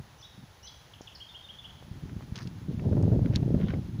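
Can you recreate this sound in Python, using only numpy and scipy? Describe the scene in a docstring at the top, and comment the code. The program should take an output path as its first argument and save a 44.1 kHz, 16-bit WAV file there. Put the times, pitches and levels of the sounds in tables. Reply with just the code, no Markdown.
"""Birds on a breezy hillside

Small birds call in the woods: two slurred chirps, sharp chips, then a quick see-saw series, all
echoed by the trees. A light wind starts to buffet the microphone, while fingers rustle and tick on
its casing. Under it lie the far wash of the valley and the recorder's thin whine."""
import sys
import numpy as np
from scipy import signal
from scipy.fft import rfft, irfft
from scipy.io import wavfile
from scipy.ndimage import uniform_filter1d

SR = 44100
rng = np.random.default_rng(int(sys.argv[2]) if len(sys.argv) > 2 else 0)


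def generate_wav(signal):
    """Clip the signal to [-1, 1] and save it as 16-bit WAV at the path in sys.argv[1]."""
    frames = np.transpose(np.atleast_2d(signal))
    scaled = np.clip(frames, -1, 1) * 32767
    pcm = np.round(scaled).astype(np.int16)
    wavfile.write(sys.argv[1], SR, pcm)


N = 176400
TIME = np.arange(N) / SR


def amp(db):
    """Turns decibels into a number to multiply a sound by."""
    return 10 ** (np.asarray(db) / 20)


def unit(x):
    """Scales a signal to an average strength (rms) of 1."""
    return x / np.sqrt(np.mean(x ** 2) + 1e-20)


def add(mix, start_s, sound):
    """Adds a sound into the mix at a given time."""
    part = mix[max(round(start_s * SR), 0):][:len(sound)]
    part += sound[:len(part)]


def noise(colour):
    """Noise of strength 1, its tone set by rows of pitch_hz, relative_db."""
    pitch_hz, relative_db = np.transpose(colour)
    hz = np.fft.rfftfreq(N, 1 / SR)
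    gain = amp(np.interp(np.log(hz + 1), np.log(pitch_hz + 1), relative_db))
    return unit(irfft(rfft(rng.standard_normal(N)) * gain, N))


def drift(rate_hz):
    """A smooth random wobble; a higher rate makes it quicker."""
    hz = np.fft.rfftfreq(N, 1 / SR)
    return unit(irfft(rfft(rng.standard_normal(N)) * np.exp(-(hz / rate_hz) ** 2), N))


def level(points):
    """Joins rows of time_s, level_db into a volume curve."""
    return amp(np.interp(TIME, *np.transpose(points)))


def air():
    """The far wash of leaves and water in the valley, over a low, puffing murmur of air."""
    # tone of the wash and of the murmur: pitch_hz, relative_db
    wash_colour = [(180, -41), (300, -3), (500, 0.5), (701, 1), (842, 4), (1150, -0.5), (1810, -1.5),
                   (2440, -5), (3290, -4), (6520, -10.5), (8640, -25.5), (10200, -25.5), (10700, -16),
                   (11300, -22.5), (11900, -29), (13500, -26), (15000, -12), (16000, -22)]
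    murmur_colour = [(15, -14), (40, -6.5), (90, 5), (160, -11), (300, -27.5), (700, -41)]
    puff_db = 5 * np.tanh(drift(rate_hz=16))
    murmur = unit(noise(murmur_colour) * amp(puff_db))
    wash = noise(wash_colour) * amp(.5 * drift(rate_hz=13))
    return amp(-59) * (wash + murmur)


def turbulence(colour, lumpy_db, lump_hz, steady_s):
    """Swirling air: noise in quick lumps, with its slower swells evened out."""
    lumpy = noise(colour) * amp(lumpy_db * drift(lump_hz))
    power = uniform_filter1d(lumpy ** 2, int(steady_s * SR))
    return lumpy / np.sqrt(np.abs(power) + 1e-9)


def wind():
    """Wind buffets the microphone: low rumble and finer flutter swell together, with single eddies."""
    # strength of the rumble and of the flutter, before buffeting: time_s, level_db
    rumble_curve = [(0, -38.5), (.03, -57), (.14, -59.5), (.3, -65.5), (.38, -49), (.43, -47.5), (.48, -65),
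                    (1.0, -60), (1.4, -62.5), (1.84, -52.5), (1.93, -45), (2.01, -47.5), (2.04, -39.5),
                    (2.2, -43), (2.38, -45.5), (2.46, -36.5), (2.52, -41.5), (2.66, -41), (2.70, -32),
                    (2.8, -35), (2.9, -25), (3.04, -23.5), (3.16, -21.5), (3.42, -27), (3.6, -25.5),
                    (3.65, -25.5), (3.69, -31), (3.78, -31), (3.84, -39.5), (4, -33)]
    flutter_curve = [(1.8, -72), (2.05, -65.5), (2.4, -59.5), (2.47, -57), (2.52, -64), (2.66, -73),
                     (2.71, -51.5), (2.77, -62), (2.83, -46.5), (2.92, -37.5), (3.14, -35.5), (3.18, -42.5),
                     (3.22, -41), (3.44, -44), (3.5, -44.5), (3.65, -39), (3.7, -50), (3.79, -49),
                     (3.83, -64), (4, -61)]
    # tone of each: pitch_hz, relative_db
    rumble_colour = [(15, -35), (35, -2.5), (60, -4), (115, 2.5), (190, -4), (280, -11), (400, -21.5),
                     (700, -52), (1500, -74.5)]
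    flutter_colour = [(100, -7), (250, -10), (380, -0.5), (600, -5), (800, -15), (1200, -29.5), (2500, -48),
                      (6000, -73)]
    buffet_db = 4 * np.tanh(drift(rate_hz=32))
    rumble = turbulence(rumble_colour, lumpy_db=3.5, lump_hz=40, steady_s=.06)
    rumble *= level(rumble_curve) * amp(.48 * buffet_db)
    flutter = turbulence(flutter_colour, lumpy_db=6, lump_hz=108, steady_s=.04)
    flutter = 3.7 * np.tanh(flutter / 3.7)  # rounds off the tallest peaks
    flutter *= level(flutter_curve) * amp(buffet_db)
    bass_cut = signal.butter(2, 54.6, "high", fs=SR, output="sos")  # the microphone loses deep bass
    return signal.sosfilt(bass_cut, rumble + flutter + eddies())


def whistle(hz, db, waver=.0089):
    """One bird note with soft ends; the more its pitch wavers, the rougher it is."""
    pitch = hz * (1 + waver * drift(rate_hz=330)[:len(hz)])
    fade = signal.windows.tukey(len(hz), .54)
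    return amp(db) * fade * np.sin(2 * np.pi * np.cumsum(pitch) / SR)


def far_bird():
    """The farther bird slurs its chirps, each note one smooth bend of pitch."""
    # its notes: start_s, length_s, first_hz, middle_hz, last_hz, level_db
    chirps = [(0.178, 0.048, 5880, 5980, 6030, -59), (0.189, 0.019, 2960, 3000, 3020, -60),
              (0.211, 0.012, 5470, 5300, 4100, -54.5), (.226, 0.025, 5570, 5570, 5540, -60),
              (.224, 0.016, 3610, 3375, 3440, -48.5), (0.233, 0.033, 3550, 3755, 3710, -49.5),
              (0.624, 0.056, 2886, 3026, 3330, -56.5), (0.628, 0.014, 5730, 5800, 6000, -54.5),
              (0.642, 0.02, 5940, 6060, 6150, -48.5), (0.622, 0.027, 5260, 5360, 5700, -59),
              (0.654, 0.04, 4200, 3970, 4000, -54), (0.67, 0.0088, 6000, 4900, 3470, -45.5),
              (0.673, 0.016, 3690, 3300, 3260, -45), (1.013, 0.0086, 7480, 5870, 4320, -50),
              (1.148, .017, 5640, 4730, 4100, -45.5), (3.985, 0.022, 3270, 4400, 4750, -56.5)]
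    out = np.zeros(N)
    for start, length, first, middle, last, db in chirps:
        bend = np.polyfit([0, .5, 1], [first, middle, last], 2)
        pitch = np.polyval(bend, np.linspace(0, 1, int(length * SR)))
        add(out, start, whistle(pitch, db, waver=.017))
    return out


def woods(call, echo_db):
    """A call with a few clear echoes, scatter from near trees and a longer tail from the hillside."""
    # echoes off trunks and rock: delay_s, relative_db
    echoes = [(.0031, -14), (.0072, -13.5), (0.0182, -15.5), (.046, -15), (.142, -20)]
    t = TIME[:SR]
    build_up = 1 - np.exp(-t / .003)
    response = np.zeros(SR)
    for fade_s in (.42, 1.0):  # time to fall 60 dB: trees, then hillside
        tail = rng.standard_normal(SR) * np.exp(-np.log(1000) * t / fade_s) * build_up
        response += amp(-6.5) * unit(tail) / np.sqrt(SR)
    for delay, db in echoes:
        add(response, delay, amp([db]))
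    return call + amp(echo_db) * signal.fftconvolve(call, response)[:N]


def near_bird():
    """The nearer bird gives two plunging chips, then rising and falling notes in turn."""
    # sharp chips and rising notes: start_s, length_s, level_db
    chips = [(0.935, 0.0083, -45.5), (1.071, 0.0128, -42.5)]
    rising = [(1.196, 0.042, -43), (1.339, 0.038, -42), (1.482, 0.035, -42), (1.638, 0.029, -41.5)]
    # falling notes: start_s, length_s, pitch_hz, level_db
    falling = [(1.283, 0.033, 3540, -49.5), (1.423, 0.049, 3595, -51.5), (1.584, 0.018, 3445, -43)]
    chip_top_hz, chip_drop_hz, fall_hz = 3510, 1130, 257
    low_hz, high_hz, rise_s, sag_hz_per_s = 2730, 3296, .023, 9000
    out = np.zeros(N)
    for start, length, db in chips:
        progress = np.linspace(0, 1, int(length * SR))
        add(out, start, whistle(chip_top_hz - chip_drop_hz * progress ** 2, db))
    for start, length, db in rising:
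        t = np.arange(0, length, 1 / SR)
        climb = np.sin(np.pi / 2 * np.minimum(t / rise_s, 1)) ** 2
        sag = sag_hz_per_s * np.maximum(t - rise_s, 0)
        pitch = low_hz + (high_hz - low_hz) * climb - sag
        add(out, start, whistle(pitch, db - 6.5 * (1 - climb)))  # louder as it climbs
    for start, length, hz, db in falling:
        add(out, start, whistle(hz + fall_hz * np.linspace(.5, -.5, int(length * SR)), db))
    return out


def knocks():
    """Each soft knock on the casing is one swing of pressure: the narrower, the brighter."""
    # knocks: time_s, width_s, peak_db
    bumps = [(1.0097, 0.00068, -35.5), (1.826, 0.00039, -40.5), (2.209, 0.00039, -37)]
    out = np.zeros(N)
    for time, width, db in bumps:
        offset = (TIME - time) / width
        swing = -offset / (1 + offset ** 2) ** 2
        out += amp(db) * swing / swing.max()
    return out


def eddies():
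    """Each passing eddy, a small whirl of air, is a dip of pressure between two softer rises."""
    # whirls that hit the microphone: time_s, width_s, depth_db
    whirls = [(1.915, 0.004, -27), (2.037, .003, -27.5), (2.057, 0.0025, -29), (2.132, 0.0028, -31.5),
              (2.166, 0.0028, -23.5), (2.324, 0.0036, -22), (2.455, 0.0027, -25.5), (2.482, .0036, -29.5),
              (2.686, 0.0021, -25.5), (2.713, 0.0017, -25.5), (2.777, 0.0041, -26), (2.872, 0.0027, -15),
              (2.914, 0.0019, -16), (2.954, 0.0017, -22), (2.983, 0.0021, -18.5), (3.015, 0.0012, -24),
              (3.034, 0.0025, -20), (3.054, .0026, -10.5), (3.080, .0014, -16), (3.163, 0.0017, -13),
              (3.193, .0011, -20.5), (3.265, 0.0021, -19), (3.480, 0.0017, -16.5), (3.506, 0.0015, -16.5),
              (3.544, 0.0022, -10.5), (3.642, 0.0033, -13), (3.737, 0.0012, -21), (3.794, 0.0024, -22)]
    out = np.zeros(N)
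    for time, width, db in whirls:
        offset = (TIME - time) / width
        out -= amp(db) * (1 - 3 * offset ** 2) / (1 + offset ** 2) ** 3
    return out


def friction(centre_hz, octaves, grain_db, size=8192):
    """Grainy rubbing noise around one pitch, heard through the casing."""
    # how the casing passes sound to the microphone: pitch_hz, relative_db
    casing = [(300, -12), (700, 14.5), (6500, 0.5), (7100, -14.5), (8300, -13), (9500, -14), (11000, -20),
              (16000, -18)]
    hz = np.fft.rfftfreq(size, 1 / SR) + 1
    grains = rng.standard_normal(size) * amp(grain_db * drift(rate_hz=500)[:size])
    band = 1 / (1 + (np.log2(hz / centre_hz) / octaves / 2) ** 2) ** 3
    return unit(irfft(rfft(grains) * band * amp(np.interp(hz, *np.transpose(casing)))))


def handling():
    """Fingers scuff and rub the casing."""
    # quick ticks and scuffs: time_s, decay_s, level_db, centre_hz
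    scuffs = [(2.094, 0.0039, -46.5, 1290), (2.224, 0.0024, -44, 1500), (2.357, 0.0023, -36, 1390),
              (2.357, 0.0045, -38, 5500), (2.364, .005, -41, 5240), (2.378, .003, -43.5, 6000),
              (2.387, 0.0045, -39, 1680), (2.387, 0.0042, -39, 6000), (2.473, 0.0028, -41, 5800),
              (2.796, 0.0033, -42, 1580), (3.027, 0.00073, -34.5, 9000), (3.259, 0.0027, -37.5, 2080),
              (3.353, 0.0054, -36.5, 1950), (3.3575, .0008, -37, 10000), (3.368, 0.0015, -42, 3800),
              (3.429, 0.0033, -48.5, 2800), (3.613, 0.0032, -39.5, 2130), (3.685, 0.0019, -35.5, 2400),
              (3.705, 0.002, -33, 1980), (3.740, .003, -42, 1700)]
    # longer rubs: start_s, length_s, level_db, centre_hz, spread_octaves
    rubs = [(2.333, 0.12, -52, 1380, 0.73), (2.386, 0.073, -55, 5300, 0.4), (2.418, 0.02, -70, 9150, 0.099),
            (3.318, 0.069, -50.5, 2600, 1.4), (3.347, 0.026, -48.5, 6000, 0.99),
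            (3.581, .08, -54.5, 1600, 0.97), (3.662, 0.1, -51.5, 1490, 1.3),
            (3.569, .33, -60.5, 3300, 0.24)]
    rise_s = .0007
    out = np.zeros(N)
    for time, decay, db, hz in scuffs:
        scuff = friction(hz, octaves=.91, grain_db=3.5)
        t = TIME[:len(scuff)]
        fade = np.minimum(t / rise_s, 1) * np.exp(-t / decay)
        add(out, time - rise_s, amp(db) * scuff * fade)
    for start, length, db, hz, octaves in rubs:
        rub = friction(hz, octaves, grain_db=4.5)[:int(length * SR)]
        add(out, start, amp(db) * rub * signal.windows.tukey(len(rub), .7))
    return out


def snap():
    """The casing gives once: a sharp crack and a very short ring."""
    # tones the casing rings at: pitch_hz, relative_db
    tones = [(3750, 1.5), (4500, -6), (5500, -4), (6700, -11), (8600, -21.5)]
    start_s, ring_peak_s, crack_decay_s = 3.3592, .00047, .0017
    t = TIME[:SR // 20]
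    ring = sum(amp(db) * np.sin(2 * np.pi * (hz * t + rng.random())) for hz, db in tones)
    ring *= t / ring_peak_s * np.exp(1 - t / ring_peak_s)
    crack = friction(centre_hz=9000, octaves=1.5, grain_db=2)[:len(t)] * np.exp(-t / crack_decay_s)
    out = np.zeros(N)
    add(out, start_s, amp(-24) * ring + amp(-32) * crack)
    return out


def scene():
    """Everything that reaches the microphone, in one channel."""
    calls = woods(far_bird(), echo_db=2) + woods(near_bird(), echo_db=1)
    return (calls + wind() + knocks() + handling() + snap() + air())[None]


def record(dry):
    """The recorder adds a thin whine and hiss, then cuts the highest treble."""
    # tones of the whine: pitch_hz, level_db
    whine_tones = [(6449, -82), (10880, -76.5), (12898, -95)]
    # tone of the hiss: pitch_hz, relative_db
    hiss_colour = [(13500, -42.5), (14100, -16), (14700, -8), (15600, -11)]
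    whine = sum(amp(db) * np.sqrt(2) * np.sin(2 * np.pi * hz * TIME) for hz, db in whine_tones)
    hiss = amp(-82.5) * noise(hiss_colour)
    treble_cut = signal.firwin(511, 15620, window=("kaiser", 9), fs=SR)
    return signal.oaconvolve(dry + whine + hiss, treble_cut[None], "same")


dry = scene()
out = record(dry)
generate_wav(out)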